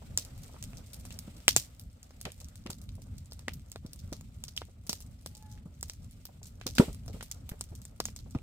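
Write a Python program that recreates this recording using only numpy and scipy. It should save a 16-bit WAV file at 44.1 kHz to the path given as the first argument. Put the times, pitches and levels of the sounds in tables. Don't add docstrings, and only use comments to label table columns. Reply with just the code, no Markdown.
import sys
import numpy as np
from scipy import signal
from scipy.fft import rfft, irfft, next_fast_len
from scipy.io import wavfile
from scipy.ndimage import uniform_filter1d, map_coordinates

SR = 44100
rng = np.random.default_rng(int(sys.argv[2]) if len(sys.argv) > 2 else 0)


def int16_out(signal):
    q = np.round(np.clip(np.atleast_2d(signal).T, -1, 1) * 32767)
    wavfile.write(sys.argv[1], SR, q.astype(np.int16))


N = 371322

# start in seconds, level in dB, pitch in Hz, then the wooden knock
# and the hissing tail, both in dB relative to the crack.
SAP_POPS = [(0.1746, -5, 7610, -34, -29.5), (0.1844, -21.5, 5430, -20, -18),
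            (0.2491, -32.5, 9240.0, -27, -22), (0.3773, -40.5, 11300, -14, -16),
            (0.4316, -40.5, 7220.0, -40.0, -12.5), (0.4791, -41.5, 7560, -40.0, -20),
            (0.6255, -26, 7870, -27, -20.5), (0.6386, -27, 7300.0, -49, -28),
            (0.7045, -46, 13100, -40, -21), (0.7319, -41.5, 2470, -2.5, -23), (0.7702, -35, 5560, -46, -17),
            (0.8616, -46, 8150, -37, -11.0), (0.9314, -33, 9630.0, -23, -10.5),
            (0.9977, -41, 8200, -40.0, -17), (1.0517, -33, 8900, -8.5, -16),
            (1.1052, -32.5, 2640, -14, -17), (1.124, -35, 7900, -40.0, -18),
            (1.1409, -38.5, 6060.0, -28, -22), (1.189, -24.5, 9640, -54, -24.0),
            (1.365, -42.5, 9300, -25.5, -18), (1.48, 1, 3155, -23.5, -29), (1.4893, -8.5, 5820, -28.5, -20),
            (1.563, 0.5, 7440, -16.5, -24), (1.5732, -20, 7000, -38.5, -20),
            (1.7953, -31.0, 13500.0, -42, -20.0), (2.029, -32, 7470, -45, -27.5),
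            (2.1066, -47.5, 5260, 2, -17), (2.2032, -46, 5000, -35, -20), (2.2124, -24.5, 9450, -46.5, -26),
            (2.2522, -23.5, 1850, -13, -16), (2.3184, -33.5, 9130, -46, -23),
            (2.4014, -37.5, 7400, -19, -12), (2.4441, -34.5, 6000, -28, -26),
            (2.4849, -36.5, 7700, -48, -23), (2.5555, -36, 7700, -33, -19),
            (2.6629, -28, 2110, -7.5, -20.5), (2.7011, -28.5, 7500, -6, -14.5),
            (2.7307, -31.5, 4270, -29, -33), (2.8149, -39.5, 9500, -32, -15),
            (2.8899, -39, 3800, -17, -21.0), (2.9525, -42.5, 9770.0, -32, -20.5),
            (3.0181, -39, 7730.0, -22, -18), (3.1807, -38.5, 7900, -35, -20.5),
            (3.2576, -43.5, 7800, -28, -20), (3.3202, -31.5, 4690.0, -12.5, -23),
            (3.3321, -34.5, 8800, -33, -27), (3.3919, -35, 5970, -15, -25),
            (3.4815, -15, 1950, -8.5, -27.5), (3.5346, -31.5, 13600.0, -46, -19.5),
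            (3.7168, -25, 7200, -28, -35), (3.7585, -33.5, 3860, 3, -25), (3.8629, -37, 5400, -31, -19),
            (3.9319, -30.5, 9670.0, -42, -22.5), (3.9596, -39.5, 9390.0, -15, -29),
            (3.99, -41, 5380, -32, -11.5), (4.1267, -29, 5840, -5, -15.0), (4.2096, -37.5, 7140, -9, -25.0),
            (4.438, -22, 7560, -21.5, -27), (4.4812, -30.5, 5300, -21, -20.5),
            (4.564, -26, 5600, -27, -16.5), (4.5756, -16.0, 3030, -45, -27.5), (4.617, -29, 1720, 1.5, -27),
            (4.8663, -35, 9600, -18.5, -16.5), (4.8937, -13.5, 5900, -17.5, -18),
            (4.9293, -19, 8060, -14.5, -23.0), (5.0037, -34, 11570, -16.5, -19),
            (5.0221, -35.0, 7440, -39, -22), (5.2605, -25.5, 9450.0, -7, -21),
            (5.3504, -30.5, 4940, -31, -29), (5.3681, -38.5, 8200, -20, -16), (5.4246, -43, 6000, -7, -28),
            (5.5128, -48.5, 7100, -50, -5), (5.5754, -47.5, 1700, -24, -16.5),
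            (5.8096, -32.5, 7560, -44.5, -29), (5.8282, -16.0, 7600, -19.0, -28),
            (5.8823, -38, 14300, -24, -21), (5.8969, -21.5, 5600, -26.5, -26),
            (5.9343, -33.5, 7260, -38, -30), (6.0446, -44, 7850, -41, -24),
            (6.1097, -39.5, 9820.0, -36, -19), (6.2529, -25, 15020, -21.5, -24.5),
            (6.4301, -30.5, 7340, -42, -23), (6.4552, -36.5, 7350, -20.5, -16),
            (6.468, -39, 8930, -33, -12), (6.6122, -32, 1630, -7, -17.5), (6.6651, -22, 6070, -6, -13),
            (6.7512, -29, 7400.0, -44, -18), (6.7592, -33.5, 4970.0, -11.5, -11.5),
            (6.7819, -9.5, 1480, -16, -20), (6.9288, -33.5, 9800, -44, -25),
            (6.9455, -32.5, 10300.0, -17, -24), (7.035, -52, 2970, -25, -26.5),
            (7.0611, -39, 9220.0, -10, -22.0), (7.0794, -33.0, 5460, -7.0, -19.5),
            (7.2079, -29.5, 1380, -9, -16), (7.2261, -28, 10000, -7, -14.5),
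            (7.3131, -21.0, 7080, -37, -24.5), (7.4912, -27, 12600, -15.5, -19.5),
            (7.6092, -15, 7350, -18, -32), (7.639, -35.0, 9100, -42, -28),
            (7.7507, -36.5, 7900, -50, -17.5), (7.8166, -35.5, 7900, -33, -19.5),
            (7.8517, -27, 7600, -26, -27.5), (8.0014, -13.5, 5170, -5, -28.5),
            (8.0395, -41, 7150, -35, -20.5), (8.0537, -15.5, 7000.0, -20.5, -25),
            (8.0845, -41, 1960, 0, -16.5), (8.162, -27.0, 6670, -23, -20), (8.189, -38, 4360, -27, -22),
            (8.308, -41.5, 7800, -49, -16.0), (8.3489, -38.5, 1460, 7.0, -14.5),
            (8.386, -43, 2400, -11, -24)]
# delay in seconds, left level in dB, right level in dB.
STONE_ECHOES = [(.005, -23, -16.5), (.0097, -25, -23)]
# start in seconds, level in dB, pitch in Hz, time to fall 60 dB in seconds,
# clatter in dB relative to the thump.
LOG_AND_BOOT_THUDS = [(1.276, -35, 194, 0.026, -11.5), (1.564, -36.5, 117, 0.11, -14),
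                      (2.25, -34, 112, 0.016, -1.5), (2.263, -31.5, 128, 0.011, -14),
                      (2.658, -32.5, 213, 0.021, -4.5), (2.696, -33.5, 164, 0.014, -8),
                      (3.476, -39, 240, 0.047, -3.5), (3.848, -33.5, 186, 0.014, -13.5),
                      (4.122, -32, 214, .01, -4.5), (4.892, -32.5, 202, 0.024, -7.5),
                      (5.656, -35.5, 170, 0.028, -15), (6.661, -31, 211, 0.012, -5.5),
                      (6.781, -26, 239, 0.065, -30), (6.797, -4, 196, .011, -9.5),
                      (6.82, -29, 249, .04, -11), (6.88, -31, 186, 0.013, -6.5),
                      (7.077, -38, 103, 0.056, -4), (7.141, -33.5, 149, 0.019, -9),
                      (7.517, -27, 102, .01, -16.5), (7.716, -36, 100, 0.015, -32),
                      (8.349, -23.5, 242.5, 0.029, -11), (8.358, -22.5, 106, 0.021, -33)]
# start in seconds, peak level in dB, pitch in Hz.
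CANVAS_AND_BOOT_SCUFFS = [(0.018, -44.5, 643), (0.451, -53, 1300), (0.49, -50, 680), (0.541, -44, 590),
                          (0.562, -44, 1130), (0.785, -49, 396), (2.267, -36.5, 510), (2.411, -48.5, 589),
                          (2.979, -48, 450), (4.683, -52.5, 474), (6.287, -48, 533), (6.415, -49.5, 530),
                          (7.095, -43, 446), (7.132, -59, 1490), (7.159, -44, 460), (7.514, -43.5, 1740),
                          (7.534, -46.5, 470), (7.721, -45, 450), (8.258, -50, 556)]
# time in seconds, rumble level in dB.
RUMBLE_LEVELS = [(0, -46), (.3, -46), (1.4, -46), (1.95, -51.5), (2.3, -50.5), (2.8, -45), (3.5, -48),
                 (4.4, -46.5), (4.75, -51.5), (5.4, -47), (6.1, -47.5), (6.5, -49), (6.85, -45.5),
                 (7.15, -45), (7.5, -52.5), (8.25, -47.5), (8.42, -44)]
# start in seconds, level in dB, time to fall 60 dB in seconds.
HISS_BURSTS = [(6.784, -35.5, .3), (7.13, -56.5, 0.34)]
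# frequency in Hz, gain in dB.
CRACK_EQ = [(710, -18), (1200, -17.5), (2320, -8), (3630, -5), (4940, -5), (5760, -5.5), (9640, -11),
            (10600, -12), (14900, -12), (16500, -36.5)]
RUMBLE_EQ = [(12, -49), (20, -14), (43, 1.5), (86, 4), (145, -5.5), (252, -11.5), (315, -27.5), (400, -28),
             (520, -58.5), (880, -120)]
ROAR_EQ = [(150, -27), (250, 0.5), (361, -12.5), (572, -6.5), (1090, -18), (1260, -13.5), (2500, -29),
           (3250, -45.5), (5500, -120)]
HISS_EQ = [(1180, -40), (2000, -1.5), (3740, -2), (6820, -6.5), (7390, -0.5), (9540, -6), (10900, -10.5),
           (14800, -8), (15800, -19.5), (16500, -37.5)]
# frequency in Hz, left-right likeness from 0 (wide) to 1 (mono).
STEREO_LIKENESS = [(60, 1), (290, 0.88), (640, 0), (1400, 0), (3000, 0)]

LOW_DB, LOW_PER_KNOCK, LOW_PER_OCTAVE_DB = -14, 0.17, 10
ECHO_ABOVE_HZ = 3000
TICK_FLOOR_DB, TICK_SPREAD_DB, TICK_CEILING_DB = -58, 4.5, -42
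ROAR_DB, HISS_DB = -68.5, -72
LOUDER_UNTIL_S, STEP_DOWN_S, EXTRA_ROAR_DB, EXTRA_HISS_DB = 1.653, 0.167, 5.7, 8.6
SCUFF_T60_S = 0.083
WHISTLE_S, WHISTLE_HZ, WHISTLE_DB = 5.46, 856, -63
LEFT_LAG_SAMPLES = 5
NOTCH_HZ, NOTCH_WIDTH_HZ, NOTCH_DEPTH, TOP_HZ = 10680, 730, .8, 16700


def pop(db, pitch_hz, knock_db, low_db, tail_db, length):
    t = np.arange(length) / SR
    since_burst = t - .0012
    noise = unit(filtered(rng.standard_normal((3, length)), lambda hz: pop_colour(hz, pitch_hz, low_db)))
    snap = crack(noise, since_burst, pitch_hz)
    sound = snap + stone_echoes(snap)
    tail_fade = decay(t, 0.057) + amp(-7.5) * decay(t, 0.21)
    sound += amp(tail_db) * steam_tail(noise[1:], since_burst, pitch_hz) * tail_fade
    sound += amp(knock_db) * wood_knock(t)
    return amp(db) * sound * amp([[-.4], [.4]])


def pop_colour(hz, pitch_hz, low_db):
    low_gain = np.minimum(amp(low_db + 12), 3)
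    high_gain = amp(3.9 * np.log2(np.minimum(pitch_hz / 5000, 1.8)))
    low_shelf = low_gain + (1 - low_gain) / (1 + (3500 / (hz + 1)) ** 6)
    high_shelf = high_gain + (1 - high_gain) / (1 + (hz / 10000) ** 8)
    return amp(along(CRACK_EQ, hz)) * low_shelf * high_shelf


def crack(noise, since_burst, pitch_hz):
    spike = np.exp(np.where(since_burst < 0, since_burst / .00035, -since_burst / .0004))
    burst = (noise[0] + .4 * noise[1:]) * spike
    air = lambda hz: 0.54 / (1 + (10000 / (hz + 1)) ** 4)
    burst = filtered(burst, lambda hz: 1 + 2.5 * resonance(hz, pitch_hz, 0.12 * pitch_hz) + air(hz))
    cycles = np.maximum(since_burst, 0) * pitch_hz
    ring = np.sin(2 * np.pi * cycles) * np.exp(-cycles / 2.5)
    return unit_peak(unit_peak(burst) + .4 * ring)


def stone_echoes(snap):
    bright = filtered(snap, lambda hz: 1j * hz / (ECHO_ABOVE_HZ + 1j * hz))
    echoes = np.zeros_like(snap)
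    for delay_s, *sides_db in STONE_ECHOES:
        gains = amp(np.array(sides_db)[:, None] + rng.normal(0, 1.7))
        echoes += gains * np.roll(bright, round(delay_s * SR), axis=1)
    return echoes


def steam_tail(noise, since_burst, pitch_hz):
    length = len(since_burst)
    spits = (rng.random(length) < 110 / SR) * rng.uniform(0, 3, length)
    spikes = signal.lfilter([1], [1, -np.exp(-1 / (.0007 * SR))], spits)
    steam = filtered(noise, lambda hz: 1 + resonance(hz, pitch_hz, 0.55 * pitch_hz))
    return steam * (.55 + spikes) * np.clip(since_burst / 0.00076, 0, 1)


def wood_knock(t):
    age = np.maximum(t - .0008, 0) / 0.00042
    grit = 0.28 * rng.standard_normal(len(t)) * decay(t, 0.037)
    push = (age > 0) * ((1 - age) * np.exp(-age) + grit)
    wood = lambda hz: resonance(hz, 580, 1900) ** 2 + 0.51 * resonance(hz, 190, 150)
    return unit_peak(filtered(push, wood))


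def sap_pops():
    track = np.zeros((2, N + SR))
    for start, db, hz, knock_db, tail_db in SAP_POPS:
        octaves_down = max(np.log2(5000 / hz), 0)
        low_db = LOW_DB + LOW_PER_KNOCK * knock_db + LOW_PER_OCTAVE_DB * octaves_down
        length = SR // 3 if db > -24 else SR // 8
        add(track, start, pop(db, hz, knock_db, low_db, tail_db, length))
    return track[:, :N]


def ember_ticks():
    track = np.zeros((2, N + SR))
    palette = [pop(0, 4000 + 8000 * pitch, knock_db=-30 + 12 * body, low_db=-24 + 12 * body,
                   tail_db=-22, length=2048) for pitch, body in rng.random((40, 2))]
    for when, rarity, pick, early in rng.random((440, 4)):
        start = when * (LOUDER_UNTIL_S if early < .15 else N / SR)
        db = min(TICK_FLOOR_DB - TICK_SPREAD_DB * np.log(rarity), TICK_CEILING_DB)
        add(track, start, amp(db) * palette[int(pick * len(palette))])
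    return track[:, :N]


def thuds():
    track, t = np.zeros((2, N + SR)), np.arange(SR // 5) / SR
    clatter_colour = lambda f: resonance(f, 403, 470) ** 2 - 0.15 * resonance(f, 1326, 370) ** 2
    for start, db, hz, t60, clatter_db in LOG_AND_BOOT_THUDS:
        thump = np.sin(2 * np.pi * hz * t) * decay(t, t60) * (1 - np.exp(-t / 0.0031)) ** 2
        grit = rng.standard_normal(len(t)) + 0.55 * rng.standard_normal((2, len(t)))
        grit *= (decay(t, 0.081) + amp(-18) * decay(t, 0.21)) * np.minimum(t / 0.00233, 1) ** 2
        clatter = filtered(grit, clatter_colour)
        add(track, start, amp(db) * (unit_peak(thump) + amp(clatter_db) * unit_peak(clatter)))
    return track[:, :N]


def scuffs():
    track, t = np.zeros((2, N + SR)), np.arange(SR // 5) / SR
    envelope = decay(t, SCUFF_T60_S) * np.minimum(t / 0.0011, 1)
    for start, db, hz in CANVAS_AND_BOOT_SCUFFS:
        friction = rng.standard_normal(len(t)) + 1.14 * rng.standard_normal((2, len(t)))
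        rub = filtered(friction * envelope, lambda f: resonance(f, hz, 0.79 * hz) ** 2)
        add(track, start, amp(db) * unit_peak(rub))
    return track[:, :N]


def flames():
    t = np.arange(N) / SR
    louder = np.clip((LOUDER_UNTIL_S - t) / STEP_DOWN_S + 1, 0, 1)
    flutter = wobble(8.7)
    lumps = amp(0.332 * flutter + 2.8 * wobble(13))
    rumble_db = np.interp(t, *np.transpose(RUMBLE_LEVELS))
    rumble = amp(rumble_db) * unit(lumps * flame_noise(RUMBLE_EQ, patchy_db=0.68))
    roar_db = ROAR_DB + EXTRA_ROAR_DB * louder + 0.37 * flutter + 2.4 * wobble(30)
    roar = amp(roar_db) * flame_noise(ROAR_EQ, patchy_db=2.0)
    bursts = sum((t > start) * amp(db) * decay(np.maximum(t - start, 0), t60)
                 for start, db, t60 in HISS_BURSTS)
    hiss_db = HISS_DB + EXTRA_HISS_DB * louder + 1.5 * wobble(3.2) + 2.0 * wobble(90)
    hiss = (amp(hiss_db) + bursts) * flame_noise(HISS_EQ, patchy_db=.4)
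    return rumble + roar + hiss


def flame_noise(eq, patchy_db):
    cells = signal.stft(rng.standard_normal((2, N)), nperseg=512)[2]
    patches = uniform_filter1d(uniform_filter1d(rng.standard_normal(cells.shape[1:]), 8, 0), 6, 1)
    mottled = signal.istft(cells * amp(patchy_db * unit(patches)), nperseg=512)[1][:, :N]
    spread = lambda hz: np.arccos(np.clip(along(STEREO_LIKENESS, hz), -1, 1)) / 2
    mid_side_eq = lambda hz: amp(along(eq, hz)) * [np.cos(spread(hz)), np.sin(spread(hz))]
    mid, side = filtered(mottled, mid_side_eq)
    return unit(np.array([mid + side, mid - side]))


def whistle():
    under_db = 10 * ((np.arange(N) / SR - WHISTLE_S) / .11) ** 2
    hz = WHISTLE_HZ - 1.1 * np.minimum(under_db, 20) + 4 * wobble(25)
    db = WHISTLE_DB - under_db + 1.5 * wobble(30)
    phase = 2 * np.pi * np.cumsum(hz) / SR
    octave = amp(2 * db + 48.5) * np.sin(2 * phase)
    return np.sqrt(2) * (amp(db) * np.sin(phase) + octave)


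def amp(db):
    return 10 ** (np.asarray(db) / 20)


def decay(t, t60):
    return amp(-60 * t / t60)


def unit(x):
    return x / np.sqrt(np.mean(x ** 2) + 1e-20)


def unit_peak(x):
    return x / abs(x).max()


def along(points, hz):
    f, v = np.transpose(points)
    return np.interp(np.log(hz + 1), np.log(f + 1), v)


def wobble(rate):
    return map_coordinates(rng.standard_normal(int(N * rate / SR) + 4), [np.arange(N) * rate / SR])


def filtered(x, response):
    n = x.shape[-1]
    padded = next_fast_len(n + 1024)
    return irfft(rfft(x, padded) * response(np.fft.rfftfreq(padded, 1 / SR)), padded)[..., :n]


def resonance(hz, centre_hz, width_hz):
    return 1j * hz * width_hz / (centre_hz ** 2 - hz ** 2 + 1j * hz * width_hz)


def add(track, start_s, sound):
    at = round(start_s * SR)
    track[0, at + LEFT_LAG_SAMPLES:][:sound.shape[1]] += sound[0]
    track[1, at:][:sound.shape[1]] += sound[1]


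def scene():
    return sap_pops() + ember_ticks() + thuds() + scuffs() + flames() + whistle()


def record(dry):
    housed = filtered(dry, lambda hz: 1 - NOTCH_DEPTH * resonance(hz, NOTCH_HZ, NOTCH_WIDTH_HZ))
    band_limited = filtered(np.clip(housed, -1, 1), lambda hz: hz < TOP_HZ)
    return np.clip(band_limited, -1, 1)


dry = scene()
out = record(dry)
int16_out(out)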